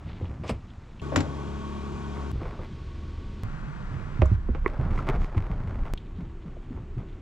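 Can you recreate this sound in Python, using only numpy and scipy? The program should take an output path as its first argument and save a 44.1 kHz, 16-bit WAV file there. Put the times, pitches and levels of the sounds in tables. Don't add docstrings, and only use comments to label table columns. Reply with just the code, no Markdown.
import sys
import numpy as np
from scipy import signal
from scipy.fft import rfft, irfft, next_fast_len
from scipy.io import wavfile

SR = 44100
rng = np.random.default_rng(int(sys.argv[2]) if len(sys.argv) > 2 else 0)


def wav_record(signal):
    frames = np.transpose(np.atleast_2d(signal))
    bounded = np.clip(frames, -1, 1)
    quanta = np.round(bounded * 32767).astype(np.int16)
    wavfile.write(sys.argv[1], SR, quanta)


N = 318181
TIME = np.arange(N) / SR


def from_db(db):
    return 10 ** (np.asarray(db) / 20)


def rms_one(x):
    return x / np.sqrt(np.mean(x ** 2) + 1e-20)


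def at_hz(points, hz):
    f, value = np.transpose(points)
    return np.interp(np.log(hz + 1), np.log(f), value)


def butter(x, hz, kind, order=2):
    sos = signal.butter(order, np.clip(hz, 10, .45 * SR), kind, fs=SR, output="sos")
    return signal.sosfilt(sos, x)


def drift(rate):
    r = np.exp(-80 * np.pi * rate / SR)
    slow = signal.lfilter([1], [1, -2 * r, r * r], rng.standard_normal(N // 40 + 2002))[2000:]
    return np.interp(np.arange(N) / 40, np.arange(len(slow)), rms_one(slow))


def panned(pan_db):
    gains = from_db(np.array([[.5], [-.5]]) * pan_db)
    return gains / np.sqrt(np.mean(gains ** 2, axis=0))


def white():
    return rng.standard_normal((2, N))


def grit(per_s, spread_db):
    slips = white() * (rng.random(N) < per_s / SR)
    return slips * from_db(spread_db * np.minimum(rng.exponential(1, N), 4))


def ring(push, hz, t60, order=1):
    r, w = from_db(-60 / (t60 * SR)), 2 * np.pi * hz / SR
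    for gain in [1, 2 * np.e * (1 - r)][:order]:
        push = signal.lfilter([gain * np.sin(w)], [1, -2 * r * np.cos(w), r * r], push + 1e-18)
    return push


def add(out, s, sound):
    start = max(round(s * SR), 0)
    out[:, start:start + sound.shape[-1]] += sound[..., :N - start]


def ramp(start_s, length_s):
    return np.clip((TIME - start_s) / length_s, 0, 1)


def stroke(s, length_s, attack_s, sag_db_per_s, release_s):
    t = np.maximum(TIME - s, 0)
    release = np.exp(-np.clip((t - length_s) / release_s, 0, 30))
    return ramp(s, attack_s) * from_db(-sag_db_per_s * t) * release


CUTS = [0, 1.017, 2.316, 3.435, 5.937, 7.3]
# hiss in
# dB from 2.5 to 8 kHz, wind in dB, engine in dB, stereo opening from 0 (mono) to 1 (wide).
SHOTS = [(-67, -46.5, -95, 0.0026), (-55, -50, -36, 0.79), (-59.5, -40.5, -47, 0.0022),
         (-58, -29.5, -51.5, 1), (-67.5, -39, -58, 0.01)]

def by_shot():
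    return np.array(SHOTS)[np.searchsorted(CUTS, TIME, side="right") - 1].T


# frequency in Hz, left-right likeness.
LIKENESS = [(35, 0.8), (130, 1.05), (1000, 0.97)]
# frequency in Hz, left minus right in dB.
BALANCE = [(400, -3), (1200, 3), (4000, 8)]

def coloured(pair, spectrum, skirt_db_per_octave=30.0):
    size = next_fast_len(N)
    hz = np.fft.rfftfreq(size, 1 / SR) + 1
    mid, side = rfft(pair, size)
    alike = np.clip(at_hz(LIKENESS, hz), -1, 1)
    both = np.sqrt(1 + alike) * mid + np.sqrt(1 - alike) * side * [[1], [-1]]
    octaves_out = np.abs(np.log2(hz / np.clip(hz, spectrum[0][0], spectrum[-1][0])))
    gain = from_db(at_hz(spectrum, hz) - skirt_db_per_octave * octaves_out)
    return rms_one(irfft(both * panned(at_hz(BALANCE, hz)) * gain, size)[:, :N])


# frequency in Hz, relative level in dB.
RAMP_AIR = [(100, -12), (300, -14.5), (1200, -15.5), (3200, -29), (7200, -36)]
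TRUCK_AIR = [(110, -3), (390, -0.5), (480, -8), (1150, -8.5), (1800, -18), (3500, -21), (4500, -27),
             (7000, -29)]
SIDE_AIR = [(70, 13), (160, -5), (370, -9), (750, -24.5), (1200, -23), (3600, -27), (7500, -41.5)]
GATE_AIR = [(140, 5.5), (300, -18), (650, -21), (1400, -16.5), (2800, -32), (4800, -41), (7400, -46)]
BED_AIR = [(70, 10.5), (210, -5.5), (360, 5), (500, -13), (1300, -16.5), (3000, -25), (5000, -36.5),
           (7200, -37)]

def air(level_db, engine_beat, throb=0.044, bow_down_s=4.35, fall_db=-6.5):
    out = np.zeros((2, N))
    for start, end, colour in zip(CUTS, CUTS[1:], [RAMP_AIR, TRUCK_AIR, SIDE_AIR, GATE_AIR, BED_AIR]):
        noise = coloured(white(), colour)
        treble = np.std(butter(noise, [2500, 8000], "band"))
        out += noise / treble * (TIME >= start) * (TIME < end)
    bow_down = ramp(bow_down_s, 0.021) * (TIME < CUTS[4])
    return out * from_db(level_db + fall_db * bow_down) * (1 + throb * engine_beat)


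# frequency in Hz, relative level in dB.
WIND = [(22, -1.5), (30, 2.5), (44, -8), (70, -12.5)]

def wind(level_db, lumps_db=2.0, lull_db=-6):
    lull = (TIME >= CUTS[3]) * (TIME < LANDINGS[0][0])
    return from_db(level_db + lull_db * lull + lumps_db * drift(22)) * coloured(white(), WIND)


# start in seconds, length in seconds, level in dB.
SLIDES = [(0, 0.21, -54.5), (2.146, 0.08, -46.5), (2.393, 0.26, -46.5), (4.64, 1.28, -42),
          (5.06, 0.11, -38.5)]
# frequency in Hz, relative level in dB.
RASP_COLOUR = [(250, 7.5), (400, 7), (620, 6.5), (1300, 1.5), (2800, -18), (4500, -27), (7000, -36.5)]
# frequency in Hz, relative level in dB, t60 in seconds.
GEAR_MODES = [(399, 6.7, 0.014), (1100, 7, 0.0079), (2050, 6.7, 0.005)]

def keel_scrape(shake, chafe_db=-19.5, judder_db=1.8, catch_db=-4.5):
    slides = [from_db(db) * stroke(s, length, attack_s=0.019, sag_db_per_s=7, release_s=0.015)
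              for s, length, db in SLIDES]
    friction = np.sqrt((shake * from_db(chafe_db)) ** 2 + sum(slide ** 2 for slide in slides))
    rasp = coloured(grit(6000, 1.9), RASP_COLOUR)
    jolts = grit(per_s=140, spread_db=2)[0] * from_db(judder_db * drift(12))
    catches = rms_one(sum(from_db(db) * ring(jolts, hz, t60) for hz, db, t60 in GEAR_MODES))
    return friction * from_db(judder_db * drift(20)) * (rasp + from_db(catch_db) * catches)


# start in seconds, end in seconds, level in dB.
TICKING = [(0, 0.285, -61), (0.563, 1.015, -70), (5.95, 7.204, -72.5)]

def jiggle():
    moved = sum(from_db(db) * (TIME >= start) * (TIME < end) for start, end, db in TICKING)
    clumps = from_db(6 * np.minimum(drift(16), 1.8))
    ticks = butter(grit(3000, 2)[0], [1700, 3900], "band", order=3) * clumps
    return moved * rms_one(ticks)


def thumps(rows, pan_db=-3.0, push_s=0.0022, overtone_ratio=1.77, overtone_db=-13):
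    out, t = np.zeros((2, N)), TIME[:SR // 2]
    for s, db, hz, t60 in rows:
        phase, decay = 2 * np.pi * hz * t, from_db(-60 * t / t60)
        overtone = from_db(overtone_db) * np.sin(overtone_ratio * phase) * decay ** 2
        onset = 1 - np.exp(-(t / push_s) ** 2)
        swing = (np.sin(phase) * decay + overtone) * onset
        add(out, s, from_db(db) * swing / np.abs(swing).max() * panned(pan_db))
    return out


PANEL_CYCLES = 16.6
# start in seconds, peak in dB, panel pitch in Hz, shudder in seconds.
SHOVES = [(0.049, -29, 77, 0.22), (0.217, -25.5, 91, 0.37), (0.504, -22, 204, 0.021),
          (2.329, -26, 137, 0.45), (3.431, -25.5, 103, 0.0048), (3.913, -28, 119, 0.87),
          (4.789, -20, 124, 0.26), (5.091, -21.5, 131.6, 0.14), (5.363, -16.5, 98, 0.011),
          (5.498, -25, 160, 0.3), (5.665, -28.5, 96, 0.195), (6.184, -27, 179.4, 0.072),
          (6.454, -32, 175, 0.053), (6.705, -28, 248, 0.1), (6.967, -25.5, 120, 0.053)]

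def shove_thumps():
    return thumps([(s, db, hz, PANEL_CYCLES / hz) for s, db, hz, _ in SHOVES])


def shaking(against_shove_db=-7, rest_db=-44.5):
    power = from_db(rest_db) ** 2
    for s, db, _, length in SHOVES:
        effort = stroke(s, length, attack_s=0.012, sag_db_per_s=26.5, release_s=0.023)
        power += (from_db(db + against_shove_db) * effort) ** 2
    return np.sqrt(power)


# frequency in Hz, relative level in dB.
HOLLOW = [(60, 7), (100, 4), (170, -2), (260, -9), (400, -19.5)]

def hull_shudder(shake):
    return shake * coloured(grit(900, 1.0), HOLLOW) * panned(-3.5)


def blows(rows, modes, rattle, tail_db, tail_s, pan_db, treble_pan_db=0, order=1):
    out, t = np.zeros((2, N)), TIME[:SR // 2]
    sides = [panned(pan_db + at_hz([(1000, 0), (8000, treble_pan_db)], hz)) for hz, _, _ in modes]
    for s, db, hard_hz, rattle_s in rows:
        noise = rng.standard_normal((3, len(t)))
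        chatter = noise[0] * np.exp(-t / rattle_s) * np.sqrt(2 / (rattle_s * SR))
        buzz = noise[1:] * np.exp(-t / tail_s) * np.sqrt(2 / (tail_s * SR))
        push = butter((t == 0) + rattle * chatter + from_db(tail_db) * buzz, hard_hz, "low")
        body = sum((-1) ** k * sides[k] * from_db(mode_db) * ring(push, hz, t60, order)
                   for k, (hz, mode_db, t60) in enumerate(modes))
        body = butter(body, 140, "high")
        strength = np.sqrt(np.sum(body ** 2) / (2 * .01 * SR))
        add(out, s, from_db(db) * body / strength)
    return out


# start in seconds, level in dB, hardness in Hz, rattle in seconds.
HULL_KNOCKS = [(0.211, -35, 395, 0.015), (2.417, -34, 1900, 0.0085), (2.455, -35.5, 3000, 0.012),
               (2.591, -37.5, 1700, 0.0045), (4.219, -20, 6000, 0.0039), (4.317, -40, 300, 0.0055),
               (4.487, -31.5, 590, 0.014), (4.549, -32, 6000, 0.017), (5.347, -36, 2200, 0.0071),
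               (6.774, -42.5, 2200, 0.019)]
# frequency in Hz, relative level in dB, t60 in seconds.
HULL_MODES = [(346, 0.5, 0.034), (513.5, -6, 0.089), (830, 8, 0.0048), (1227, 4.5, 0.0058),
              (2330, -2.5, 0.0037), (6500, -25.5, 0.0012)]

def hull_knocks():
    return blows(HULL_KNOCKS, HULL_MODES, rattle=0.98, tail_db=-6.0, tail_s=0.013, pan_db=-5.0)


# start in seconds, peak in dB, band centre in Hz.
CLICKS = [(0.253, -43, 2920), (0.702, -49.5, 3100), (0.996, -39.5, 2840), (1.12, -24, 600),
          (4.257, -42.5, 6600), (4.256, -29.5, 1100), (4.989, -26, 1230), (5.02, -38, 1180),
          (5.975, -36.5, 3200), (6.565, -38, 540)]

def fitting_clicks(t60=0.033, band_ratio=1.14, pan_db=10.5):
    out, t = np.zeros((2, N)), TIME[:SR // 8]
    for s, db, hz in CLICKS:
        burst = rng.standard_normal(len(t)) * from_db(-60 * t / t60)
        burst = butter(burst, [hz / band_ratio, hz * band_ratio], "band")
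        add(out, s, from_db(db) * burst / np.abs(burst).max())
    return out * panned(pan_db)


# start in seconds, level in dB, hardness in Hz, rattle in seconds.
BOW_SCUFFS = [(.436, -32.5, 4600, 0.063), (.494, -25.5, 10000, 0.013)]
# frequency in Hz, relative level in dB, t60 in seconds.
BOW_MODES = [(438, 5, 0.0044), (1144, -5.5, 0.011), (2450, -4.5, 0.0026), (5100, -17.5, 0.0051),
             (7800, -13, 0.0014)]

def bow_scuffs():
    return blows(BOW_SCUFFS, BOW_MODES, rattle=14.0, tail_db=-15, tail_s=0.035, pan_db=-1)


# centre in seconds, level in dB, half-width in seconds.
SWISHES = [(0.491, -44.5, 0.02), (4.981, -57.5, 0.049), (5.236, -59, 0.044)]
# frequency in Hz, relative level in dB.
SWISH_COLOUR = [(2200, -3), (7000, -15), (9000, -28)]

def gear_swishes():
    swells = sum(from_db(db) * np.exp(-((TIME - s) / width) ** 2) for s, db, width in SWISHES)
    return swells * coloured(grit(4800, 1.9), SWISH_COLOUR)


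SPLICE_DB = [-35, -29, -24, -22]

def splices(settle_s=0.0048):
    out = np.zeros((2, N))
    for s, db in zip(CUTS[1:], SPLICE_DB):
        add(out, s, -from_db(db) * np.exp(-TIME[:SR // 10] / settle_s))
    return out


# relative dB of each multiple of the firing rate, from the first.
EXHAUST_DB = [-28.5, -1.5, -25, -5.5, -16.5, -8.5, -15.5, -27, -14.5, -12, -16.5, -13.5]
# frequency in Hz, level in dB against the engine's.
BELT_WHINE = [(927, -18.5), (1101, -14.5)]
COVER_MODES = [(960, -26), (1130, -14.5), (1490, -20), (2390, -29), (3230, -29)]

def engine(level_db, firings_hz=(34.95, 34.3), wobble_db=2.0, boom_pan_db=7.0):
    per_s = np.where(TIME < CUTS[2], *firings_hz)
    per_s = per_s * (1 + .001 * drift(3))
    phase = 2 * np.pi * np.cumsum(per_s) / SR
    out = np.zeros((2, N))
    for k, db in enumerate(EXHAUST_DB, 1):
        tone = np.sin(k * phase + rng.uniform(0, 2 * np.pi)) * from_db(db + wobble_db * drift(1.47))
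        out += np.sqrt(2) * tone * panned(boom_pan_db * (k < 5))
    for hz, db in BELT_WHINE:
        turns = np.cumsum(hz * (1 + .004 * drift(20))) / SR
        out += np.sqrt(2) * np.sin(2 * np.pi * turns) * from_db(db + 2 * drift(9))
    clatter = rng.standard_normal(N) * (1 + .5 * np.sin(phase))
    for hz, db in COVER_MODES:
        out += from_db(db) * rms_one(ring(clatter, hz, t60=0.042, order=2))
    nearness = from_db(level_db - level_db.max())
    return out * from_db(level_db), np.sin(2 * phase) * nearness


# frequency in Hz, lag of the left port in radians.
PORT_LAG = [(80, 0.11), (300, 1.34)]

def off_axis(x):
    lag = at_hz(PORT_LAG, np.fft.rfftfreq(2 * N, 1 / SR))
    return irfft(rfft(x, 2 * N) * np.exp(1j * lag * [[-.5], [.5]]))[:, :N]


# start in seconds, level in dB, hardness in Hz, rattle in seconds.
LATCH_BLOWS = [(1.121, -21.5, 900, 0.15), (1.1595, -17.5, 12200, 0.0063), (1.171, -22, 4400, 0.024),
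               (1.204, -30.5, 9000, 0.0054)]
# frequency in Hz, relative level in dB, t60 in seconds.
LATCH_MODES = [(285, -5.5, 0.092), (560, -2.5, 0.022), (790, 1, 0.011), (1460, 0, 0.0067),
               (1920, 2, 0.0056), (3200, 9, 0.00092), (5750, -2, 0.0034), (7280, -6.5, 0.0082)]

def tailgate_latch():
    return blows(LATCH_BLOWS, LATCH_MODES, rattle=5.1, tail_db=5.5, tail_s=0.029,
                 pan_db=-0.2, treble_pan_db=10.0)


# frequency in Hz, peak in dB, t60 in seconds.
TAILGATE_MODES = [(90.5, -18, 0.25), (152.7, -27, 0.47), (255, -18, 0.2), (321, -22.5, 0.16)]

def tailgate_boom(free_s=1.165):
    return thumps([(free_s, db, hz, t60) for hz, db, t60 in TAILGATE_MODES], pan_db=7.5)


# start in seconds, peak in dB, panel pitch in Hz, bed boom in dB.
LANDINGS = [(4.192, -15.5, 115, -41), (4.219, -13, 93.2, -10.5), (4.316, -11.5, 99.3, -16),
            (4.488, -22, 234, -17.5)]

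def bow_landings(bed_lag_s=0.01086, bed_hz=67.2, bed_t60_s=0.3):
    hull = [(s, db, hz, PANEL_CYCLES / hz) for s, db, hz, _ in LANDINGS]
    bed = [(s + bed_lag_s, db, bed_hz, bed_t60_s) for s, _, _, db in LANDINGS]
    return thumps(hull + bed)


# start in seconds, level in dB, hardness in Hz, rattle in seconds.
STEEL_KNOCKS = [(4.222, -23.5, 1500, 0.0034)]
# frequency in Hz, relative level in dB, t60 in seconds.
STEEL_MODES = [(387, -2.5, 0.12), (517, 3, 0.109), (622, 4.5, 0.13)]

def steel_knock():
    return blows(STEEL_KNOCKS, STEEL_MODES, rattle=0.1, tail_db=-20, tail_s=0.02, pan_db=-5.5)


# start in seconds, level in dB, hardness in Hz, rattle in seconds.
GEAR_KNOCKS = [(4.6612, -19, 3500, .001), (4.977, -36.5, 5870, .003), (5.082, -36.5, 7160, 0.0075),
               (5.098, -35, 2530, 0.0039), (5.149, -45, 5000, .006)]

def gear_knocks():
    return blows(GEAR_KNOCKS, GEAR_MODES, rattle=0.24, tail_db=-7.5, tail_s=0.0065, pan_db=-8.5, order=2)


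def scene():
    hiss_db, wind_db, engine_db, _ = by_shot()
    idle, engine_beat = engine(engine_db)
    shake = shaking()
    knocks = hull_knocks() + gear_knocks() + steel_knock() + bow_scuffs()
    truck = off_axis(idle + tailgate_latch() + air(hiss_db, engine_beat))
    rumble = wind(wind_db)
    dragging = hull_shudder(shake) + keel_scrape(shake) + gear_swishes() + jiggle()
    booms = shove_thumps() + tailgate_boom() + bow_landings()
    return truck + rumble + dragging + booms + knocks + fitting_clicks()


def record(dry, narrows_at_s=4.345, narrowing_s=0.86, low_cut_hz=14, high_cut_hz=16200):
    *_, opening = by_shot()
    width = opening * (1 - ramp(narrows_at_s, narrowing_s))
    mid = dry.mean(0)
    both = butter(mid + width * (dry - mid) + splices(), low_cut_hz, "high")
    return signal.sosfilt(signal.ellip(10, .2, 80, high_cut_hz, fs=SR, output="sos"), both)


dry = scene()
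out = record(dry)
wav_record(out)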